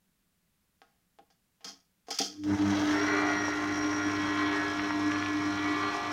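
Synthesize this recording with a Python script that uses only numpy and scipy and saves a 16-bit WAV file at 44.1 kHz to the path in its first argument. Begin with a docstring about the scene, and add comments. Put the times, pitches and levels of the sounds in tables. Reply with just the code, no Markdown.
"""Stand mixer kneading dough

A quiet kitchen, the microphone just above the mixer. The speed dial is clicked round, a relay clicks in, then
the motor hums on the mains, spins up and drives a whining, rasping gear train while the hook knocks through the
dough. The microphone drifts from the motor head to the bowl, which changes the colour of the whine."""
import sys
import numpy as np
from scipy import signal
from scipy.fft import rfft, irfft
from scipy.io import wavfile

SR = 44100
rng = np.random.default_rng(int(sys.argv[2]) if len(sys.argv) > 2 else 0)


def dump_mix(stems):
    """Bounce the given channels to the path in sys.argv[1] as a 16-bit WAV at rate SR."""
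    frames = np.atleast_2d(stems).T  # one column per channel
    limited = np.clip(frames, -1, 1)  # hard clip at full scale
    pcm = np.round(limited * 32767).astype(np.int16)
    wavfile.write(sys.argv[1], SR, pcm)


N = 269892
TIME, FREQS = np.arange(N) / SR, np.fft.rfftfreq(N, 1 / SR)

# The kitchen's room tone. Each row: frequency in Hz, relative level in dB.
ROOM_SPECTRUM = [(20, -4), (70, -1.5), (130, -6), (180, 3), (240, -6), (450, -15), (750, -17.5),
                 (1700, -16.5), (3000, -19), (6000, -21), (15500, -21)]
# Clicks of the dial, and last the relay that starts the motor. Each row: start in seconds, knock level in dB, #
# its centre in Hz, its spread in octaves, loose parts within it in dB, snap level in dB, its centre in Hz, #
# t60 and rattle in seconds.
DIAL_CLICKS = [(0.817, -46.5, 950, 0.88, -15.5, -73, 3800, 0.44, .001),
               (1.187, -44.5, 510, 0.84, -10.5, -86, 3000, 0.22, 0.0033),
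               (1.302, -62.5, 1030, 0.86, -7.5, -72, 5300, 0.29, .001),
               (1.607, -63, 890, 0.98, 0, -76, 4000, 0.22, 0.029),
               (1.644, -50.5, 1140, 0.92, -1, -42.5, 7140, 0.28, 0.045),
               (1.651, -49.5, 215, 0.88, -3, -79, 5000, 0.33, 0.016),
               (1.675, -51, 1390, 0.37, -6, -61, 6000, 0.083, .001),
               (2.068, -69, 886, 1.2, 3, -66, 5940, .09, 0.012),
               (2.084, -36.5, 600, 0.66, -11, -55.5, 5500, 0.27, 0.0032),
               (2.105, -52.5, 1440, 0.77, 6.5, -35.5, 5940, 0.71, 0.011),
               (2.111, -29.5, 604, 0.87, -21, -60, 5000, 0.29, .003),
               (2.187, -42, 1570, 0.88, 1, -27, 5100, 0.27, 0.032),
               (2.202, -24.5, 312, 0.59, -17.5, -62, 5000, 0.49, 0.014),
               (2.206, -27, 720, 0.13, -15.5, -58, 5000, 0.28, .003),
               (2.436, -46, 1200, 1.1, -9.5, -54, 6000, 0.39, 0.00089)]
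# Modes of the housing and of the dial's spring. Each row: frequency in Hz, full width in Hz, gain in dB.
HOUSING_MODES = [(108, 60, -2), (200, 10, 9), (277, 22, 8), (335, 22, -1), (415, 35, -1), (459, 30, 5),
                 (700, 70, 4), (785, 50, 4), (1085, 26, 3), (1267, 18, 4.5), (1425, 22, 0), (1610, 40, -2),
                 (1850, 700, -7), (3050, 2000, -1)]
SPRING_MODES = [(3220, 40, -2), (3460, 28, -2), (4522, 30, -3), (4660, 50, -2), (4960, 50, -1),
                (5085, 40, 0), (5690, 60, -3), (6305, 40, -5), (6650, 30, -5)]
# The spring's snap. Each row: frequency in Hz, relative level in dB.
SNAP_SPECTRUM = [(710, -32), (1200, -29), (1280, -3), (1980, -30), (2830, -25), (3320, -7), (4000, -12),
                 (4130, -5), (5070, 2.5), (6440, -2), (7660, -22), (11300, -50), (16000, -52)]
# Magnetic hum. Each row: multiple of the mains, running level in dB, change in a surge in dB,
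# change under full load in dB, share of the sway.
HUM_PARTIALS = [(2, -49, 11, -3.5, 0.91), (4, -52, 18, -4, 1), (6, -34, 1.5, -1.5, 0.96),
                (8, -52.5, 5.5, 17.5, 0)]
# The hum sways about the mean of these levels. Each row: time in seconds, level in dB.
HUM_SWAY = [(2.8, -31.5), (3.01, -30), (3.05, -29.5), (3.61, -38), (3.64, -33), (4.04, -35.5),
            (4.07, -29.5), (4.1, -32.5), (4.32, -31.5), (4.77, -36.5), (4.82, -33), (4.89, -36.5),
            (5.06, -32), (5.35, -34.5), (5.46, -32.5), (5.76, -34), (5.91, -40), (5.96, -41), (6.01, -47.5),
            (6.1, -38)]
# Current surges as the rotor gets going. Each row: peak and half length in seconds, strength 0-1.
CURRENT_SURGES = [(2.528, 0.039, 0.92), (2.693, 0.08, 0.95)]
# The shaft once spun up, sagging as the dough resists. Each row: time in seconds, turns per second.
RUNNING_SPEED = [(2.93, 56.2), (3.06, 59.2), (3.16, 60.1), (3.21, 60.1), (3.53, 58.5), (4.06, 58.9),
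                 (4.15, 58.1), (4.27, 58.1), (4.34, 58.4), (4.66, 58.1), (4.74, 57.8), (4.88, 58.5),
                 (4.93, 57.7), (5.0, 57.6), (5.25, 59.5), (5.4, 57.9), (5.51, 58.6), (5.7, 59.0),
                 (5.82, 58.6), (6.12, 58.8)]
# The hook leans into the dough. Each row: peak and half length in seconds, load 0-1.
HOOK_PASSES = [(3.19, .24, .8), (4.48, .26, .55), (5.83, .2, .5)]
# Gear tones by multiple of the shaft speed. Each entry: relative level in dB with the microphone over
# the motor head, over its nose, over the bowl.
GEAR_TONES = {6: (-54, -56, -56), 7: (-50, -53, -54), 10: (-55, -57, -58), 12: (-50.5, -50.5, -49),
              14: (-55, -57, -58), 16: (-56, -54, -54), 18: (-47, -46.5, -47), 19: (-53.5, -49.5, -53),
              20: (-54, -50, -46), 23: (-55, -50, -57), 24: (-44.5, -49.5, -49), 26: (-54, -50.5, -56),
              29: (-51, -44, -50), 32: (-45.5, -50.5, -56), 33: (-51, -46.5, -49), 34: (-53, -60, -62),
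              35: (-54, -57, -65), 38: (-54, -50.5, -52), 39: (-55, -55, -61), 40: (-60, -53, -57),
              41: (-65, -66, -56), 42: (-66, -65, -58), 44: (-65, -62, -65), 45: (-65, -61, -66),
              48: (-60, -61, -67), 52: (-71, -58.5, -58), 54: (-63, -66, -65), 56: (-62, -55, -60),
              60: (-72, -59, -64), 65: (-68, -66, -64), 69: (-61, -70, -64), 72: (-62, -59, -57)}
# Gear rumble, gear rattle, gear hiss and brush hiss. Each row: running level in dB, then its change in dB
# under full load, under starting strain, over the bowl, per tenfold speed, in a surge.
RASP_BANDS = [(-45.5, 7, 7, -3, 8.5, 4.5), (-42, 6, 4, -0.5, 17.5, 5), (-49, 4, 6, -0.5, 12.5, 2.5),
              (-50.5, 0.5, 4, -0.5, 10.5, 2)]
# The edges of those four bands in Hz.
RASP_EDGES_HZ = [430, 1000, 2600, 4800, 16500]
# The rasp from over the head and from over the bowl. Each row: frequency in Hz, relative level in dB.
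RASP_OVER_HEAD = [(450, -8.5), (520, -7.5), (650, 0.5), (950, -3.5), (1150, -2), (1550, 0), (1800, -4),
                  (2000, -1), (2550, -13), (3600, -21), (4800, -20.5), (6300, -18.5), (7700, -28.5),
                  (15500, -48.5)]
RASP_OVER_BOWL = [(450, -2), (520, -2.5), (650, 1.5), (900, 4.5), (1120, 1.5), (1600, -0.5), (1780, -8),
                  (2200, -2.5), (2800, -14.5), (3600, -16.5), (4500, -19), (5050, -22.5), (6100, -25),
                  (7700, -32), (15500, -57)]
# Resonances of the gear case. Each row: frequency in Hz, width in Hz, boost in dB.
CASE_MODES = [(3324, 320, 7), (3960, 270, 6), (5630, 1400, 7.5)]
# The stand shaking on the worktop. Each row: frequency in Hz, relative level in dB.
SHAKE_SPECTRUM = [(25, -8), (55, 6), (90, 3.5), (135, 11), (165, 6.5), (250, 10), (340, -8.5), (420, 15),
                  (500, -2.5), (700, -28)]
# The commutator whistle. 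Each row: time in seconds, relative level in dB.
WHISTLE_LEVELS = [(2.9, -38), (3.04, -42), (3.24, -48.5), (3.46, -42.5), (3.6, -57), (3.84, -41.5),
                  (4.5, -46.5), (5.03, -40), (6.12, -51.5)]
# Parts of the grind that sing out. Each row: peak and half length in seconds, centre and half width
# in Hz, rise in dB.
SINGING_BANDS = [(2.53, .03, 1600, 800, 5), (2.78, .06, 5600, 1200, 3), (3.12, .2, 1420, 50, 3),
                 (3.06, .12, 410, 25, 8), (3.08, .12, 1560, 220, 3.5), (3.11, .1, 1930, 90, 5),
                 (3.2, .18, 2300, 90, 3.5), (3.2, .1, 1200, 40, 6), (3.28, .09, 720, 220, 3),
                 (3.34, .06, 1930, 90, 4), (4.56, .12, 3270, 90, 3), (4.98, .1, 930, 45, 6),
                 (5.13, .06, 2100, 130, 5), (5.64, .1, 1935, 50, 7), (5.66, .1, 2270, 120, 5),
                 (5.85, .14, 3250, 200, 3), (5.88, .13, 1172, 45, 7), (6.0, .1, 770, 140, 4)]
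# The hook knocks in the bowl. Each row: start in seconds, relative level in dB, centre in Hz.
HOOK_KNOCKS = [(3.482, -34, 720), (4.098, -37, 1500), (4.796, -33, 1700), (4.907, -31, 1050),
               (5.119, -35, 2100), (5.160, -38, 1900), (5.226, -34.5, 1800), (5.261, -37, 2900)]
# The bowl's answer to a knock. Each row: frequency in Hz, relative level in dB.
BOWL_SPECTRUM = [(200, -14), (600, -4), (1100, 0), (2100, -1), (3300, -7), (6000, -20), (15000, -42)]

MESH_SPEED = 58  # turns per second at which the teeth settle


def gain_of(db):
    """Decibels to amplitude."""
    return 10 ** (np.asarray(db) / 20)


def unit_rms(x):
    """Scales to an rms of one."""
    return x / np.sqrt(np.mean(x ** 2) + 1e-20)


def curve(rows):
    """A table of times and values, sample by sample."""
    return np.interp(TIME, *np.transpose(rows))


def swell(peak_s, width_s):
    """A smooth rise to one and fall."""
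    return np.exp(-((TIME - peak_s) / width_s) ** 2)


def drift(hz, size=2048):
    """A random wander up to about hz; rms one."""
    rates = np.fft.rfftfreq(size, TIME[-1] / size)
    slow = irfft(rfft(rng.standard_normal(size)) / (1 + (rates / hz) ** 2))
    return np.interp(TIME, np.linspace(0, TIME[-1], size), unit_rms(slow))


def shape(points):
    """Gain at every frequency of a spectrum table."""
    hz, db = np.transpose(points)
    return gain_of(np.interp(np.log(FREQS + 1), np.log(hz + 1), db))


def coloured(x, gain):
    """Filters x by a gain per frequency; rms one."""
    return unit_rms(irfft(rfft(x) * gain, N))


def resonances(modes):
    """Gain at every frequency of a set of modes."""
    return abs(sum(gain_of(db) / (1 + 1j * (FREQS - hz ** 2 / (FREQS + 1)) / (2 * half_width))
                   for hz, half_width, db in np.multiply(modes, [1, .5, 1])))


def contact(centre_hz, octaves):
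    """The band that one contact excites: harder contacts lie higher."""
    return 1 / np.sqrt(1 + (np.log2((FREQS + 1) / centre_hz) / octaves) ** 4)


def ring_through(force, gain):
    """Rings a body of the given gain per frequency; minimum phase, so the ring follows the force."""
    cepstrum = irfft(np.log(np.maximum(unit_rms(gain), 1e-4)), N)
    fold = 1 + np.sign(N / 2 - np.arange(N))
    fold[0] = 1
    return irfft(rfft(force) * np.exp(rfft(cepstrum * fold)), N)


def impact(start_s, db):
    """The single sharp push of two hard parts meeting."""
    return gain_of(db) * signal.unit_impulse(N, round(start_s * SR))


def blow(start_s, t60, rattle_s=0, crack_db=-2, crack_s=.011):
    """Force of a blow: a short crack, loose parts rattling, then the ring dying in the room."""
    age = np.maximum(TIME - start_s, 0)
    attack = np.minimum(age / .00051, 1)
    ring = gain_of(np.maximum(-60 * np.maximum(age - rattle_s, 0) / t60, -200))
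    crack = gain_of(crack_db) / (1 + (age / crack_s) ** 4)
    return rng.standard_normal(N) * attack * (ring + crack)


def room_tone(db=-74.3):
    """The faint, steady noise of the kitchen."""
    return gain_of(db) * coloured(rng.standard_normal(N), shape(ROOM_SPECTRUM))


def dial():
    """Each detent, and the start relay after them, knocks the hollow housing and snaps a spring: a bright tick,
    then a metallic ring."""
    housing = resonances(HOUSING_MODES) ** 1.1  # the power makes the modes stand out
    spring = np.hypot(unit_rms(shape(SNAP_SPECTRUM)), gain_of(-2) * unit_rms(resonances(SPRING_MODES)))
    grain = unit_rms(gain_of(2.5 * drift(hz=150)))  # a rattle is a run of tiny separate contacts
    out, ticks = np.zeros((2, N))
    for start_s, knock_db, knock_hz, octaves, loose_db, snap_db, snap_hz, t60, rattle_s in DIAL_CLICKS:
        knock = impact(start_s + .0009, db=22) + gain_of(loose_db) * blow(start_s, t60, rattle_s)
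        out += gain_of(knock_db) * ring_through(knock, housing * contact(knock_hz, octaves))
        snap = grain * blow(start_s, t60, rattle_s)
        out += gain_of(snap_db) * ring_through(snap, spring * contact(snap_hz, octaves=2.2))
        ticks += gain_of(snap_db - 7) * blow(start_s, t60=.046)
    return gain_of(-3) * (out + ring_through(ticks, contact(4900, octaves=.59)))


def mains_hum(mains_hz=50, on_s=2.22, full_s=2.481, rise_db_per_s=164, idle_db=-25.5):
    """The windings pull twice per mains cycle; the current is eased in, and a slow rotor draws extra."""
    switched_on = np.clip((TIME - on_s) / .027, 0, 1)
    slow_rotor_db = np.sqrt(np.clip(1 - shaft_speed() / MESH_SPEED, 0, 1))
    current_db = np.clip(rise_db_per_s * (TIME - full_s), idle_db, 0) + slow_rotor_db
    dip_db = -10 * swell(2.578, .014)  # the hum dips once as the rotor gets going
    sway_db = curve(HUM_SWAY) - np.mean(HUM_SWAY, axis=0)[1]
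    surge, load = current_surge(), dough_load()
    out = np.zeros(N)
    for multiple, db, surge_db, load_db, share in HUM_PARTIALS:
        phase = 2 * np.pi * (round(multiple) * mains_hz * TIME + rng.random()) + .15 * drift(hz=48)
        level_db = db + surge_db * surge + load_db * load + share * sway_db + 1.83 * drift(hz=12)
        out += gain_of(level_db) * np.sqrt(2) * np.cos(phase)
    return out * gain_of(current_db + dip_db) * switched_on


def shaft_speed(start_s=2.38, spin_up_s=.55):
    """Turns per second: the rotor spins up from rest, quickly at first, then works against the dough."""
    to_go = np.clip(1 - (TIME - start_s) / spin_up_s, 0, 1)
    return curve(RUNNING_SPEED) * (1 - to_go ** 1.4)


def current_surge():
    """How hard the current surges, 0-1."""
    return sum(strength * swell(peak_s, width_s) for peak_s, width_s, strength in CURRENT_SURGES)


def dough_load():
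    """How hard the dough resists the hook, 0-1."""
    return sum(load * swell(peak_s, width_s) for peak_s, width_s, load in HOOK_PASSES)


def gear_whine(turns, load, mic, mesh_db, over_nose=(.62, .88)):
    """Teeth sing at whole multiples of the shaft speed; play between them roughens each tone."""
    drive_db = mesh_db + .5 + 3.5 * load
    out = np.zeros(N)
    for order, (head_db, nose_db, bowl_db) in GEAR_TONES.items():
        at_mic_db = np.interp(mic, [0, *over_nose, 1], [head_db, nose_db, nose_db, bowl_db])
        waver_db = 2.6 * drift(hz=6)
        phase = 2 * np.pi * (order * turns + rng.random()) + .24 * drift(hz=12)
        chatter = 1 + .18 * drift(hz=30)
        out += gain_of(at_mic_db + drive_db + waver_db) * chatter * np.cos(phase)
    return np.sqrt(2) * out


def scraping(turns, mesh_db, points=1024):
    """Worn surfaces scrape partly alike on every turn, pulsing once and three times a turn."""
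    surface = np.interp(turns % 1 * points, np.arange(points), rng.standard_normal(points))
    repeating = np.clip(.11 * gain_of(mesh_db), 0, 1)  # a diffuse whirr until the teeth settle
    scrape = np.sqrt(repeating) * unit_rms(surface) + np.sqrt(1 - repeating) * rng.standard_normal(N)
    return scrape * (1 + .2 * np.cos(2 * np.pi * turns) + .09 * np.cos(6 * np.pi * turns))


def gear_case():
    """Gain of the gear case: broad resonances, rippled by reflections from the bowl and worktop."""
    broad_db = sum(db / (1 + (2 * (FREQS - hz) / width) ** 2) for hz, width, db in CASE_MODES)
    echoes = rng.standard_normal(N) * (TIME > .003) * np.exp(-TIME / .008)
    ripple = abs(1 + .35 * rfft(echoes) / np.linalg.norm(echoes))
    return gain_of(broad_db) * ripple


def stand_shake(load, strain):
    """The whole stand shakes on the worktop, harder under load and starting strain."""
    return gain_of(-50 + 2.5 * load + 6 * strain) * coloured(rng.standard_normal(N), shape(SHAKE_SPECTRUM))


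def rasp(scrape, speed_decades, load, mic):
    """Gears and brushes scrape through the gear case in four flickering bands, over the shaking stand."""
    case, surge = gear_case(), current_surge()
    strain = swell(2.853, .16)  # the gears are pushed hardest near the end of the spin-up
    out = stand_shake(load, strain)
    for low_hz, high_hz, levels in zip(RASP_EDGES_HZ, RASP_EDGES_HZ[1:], RASP_BANDS):
        db, load_db, strain_db, bowl_db, speed_db, surge_db = levels
        band = case * (FREQS >= low_hz) * (FREQS < high_hz)
        head = coloured(scrape, band * shape(RASP_OVER_HEAD))
        bowl = coloured(scrape, band * shape(RASP_OVER_BOWL))
        effort_db = load_db * load + strain_db * strain + speed_db * speed_decades + surge_db * surge
        flicker_db = 1.7 * drift(hz=30)
        out += gain_of(db + effort_db + bowl_db * mic + flicker_db) * (head + (bowl - head) * mic)
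    return out


def commutator_whistle(turns, shortfall, mic, bars=96):
    """Brushes cross the bars, pressed harder once a turn; fainter at low speed and over the bowl."""
    pressure = 1 + .35 * np.cos(2 * np.pi * turns) + .35 * drift(hz=31)
    level_db = curve(WHISTLE_LEVELS) - 3.5 - 9 * mic - 5 * shortfall
    phase = 2 * np.pi * bars * turns + .6 * drift(hz=40)
    return gain_of(level_db) * np.sqrt(2) * pressure * np.cos(phase)


def singing(grind):
    """One band of the grind after another swells and sings out, tones and rasp alike."""
    spectrum, out = rfft(grind), grind.copy()
    for peak_s, width_s, hz, width_hz, db in SINGING_BANDS:
        band = irfft(spectrum * np.exp(-((FREQS - hz) / width_hz) ** 2), N)
        out += (gain_of(db * swell(peak_s, width_s)) - 1) * band
    return out


def motor(start_s=2.425, attack_s=.036, mic_move_s=3.9, mic_lag_s=.35):
    """One shaft drives whine, whistle and rasp, as the microphone passes from the head to the bowl."""
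    speed, load = shaft_speed(), dough_load()
    turns = np.cumsum(speed * (1 + .0007 * drift(hz=20))) / SR
    shortfall = np.maximum(MESH_SPEED - speed, 0)
    speed_decades = np.log10(np.maximum(speed, 1) / MESH_SPEED)
    mesh_db = np.maximum(-1.8 * shortfall, -5) + 20 * speed_decades  # slow teeth mesh loosely
    mic = 1 - np.exp(-np.maximum(TIME - mic_move_s, 0) / mic_lag_s)  # 0 over the head, 1 over the bowl
    running = np.clip((TIME - start_s) / attack_s, 0, 1)
    grind = gear_whine(turns, load, mic, mesh_db) + commutator_whistle(turns, shortfall, mic)
    grind += rasp(scraping(turns, mesh_db), speed_decades, load, mic)
    return running * singing(grind)


def dough_hook():
    """The hook gives the bowl short knocks, damped at once by the dough."""
    bowl, out = shape(BOWL_SPECTRUM), np.zeros(N)
    for start_s, db, centre_hz in HOOK_KNOCKS:
        force = impact(start_s, db=25.5) + gain_of(-9) * blow(start_s, t60=.045, crack_db=-3)
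        out += gain_of(db) * ring_through(force, bowl * contact(centre_hz, octaves=.61))
    return out


def scene():
    """The mixer from just above, on one microphone, over the room tone."""
    return (dial() + mains_hum() + motor() + dough_hook() + room_tone())[None]


def record(dry):
    """The recorder's band limit cuts the treble above 15.9 kHz."""
    lowpass = signal.firwin(511, 15900, window=("kaiser", 9), fs=SR)
    return signal.oaconvolve(dry, lowpass[None], "same")


dry = scene()
out = record(dry)
dump_mix(out)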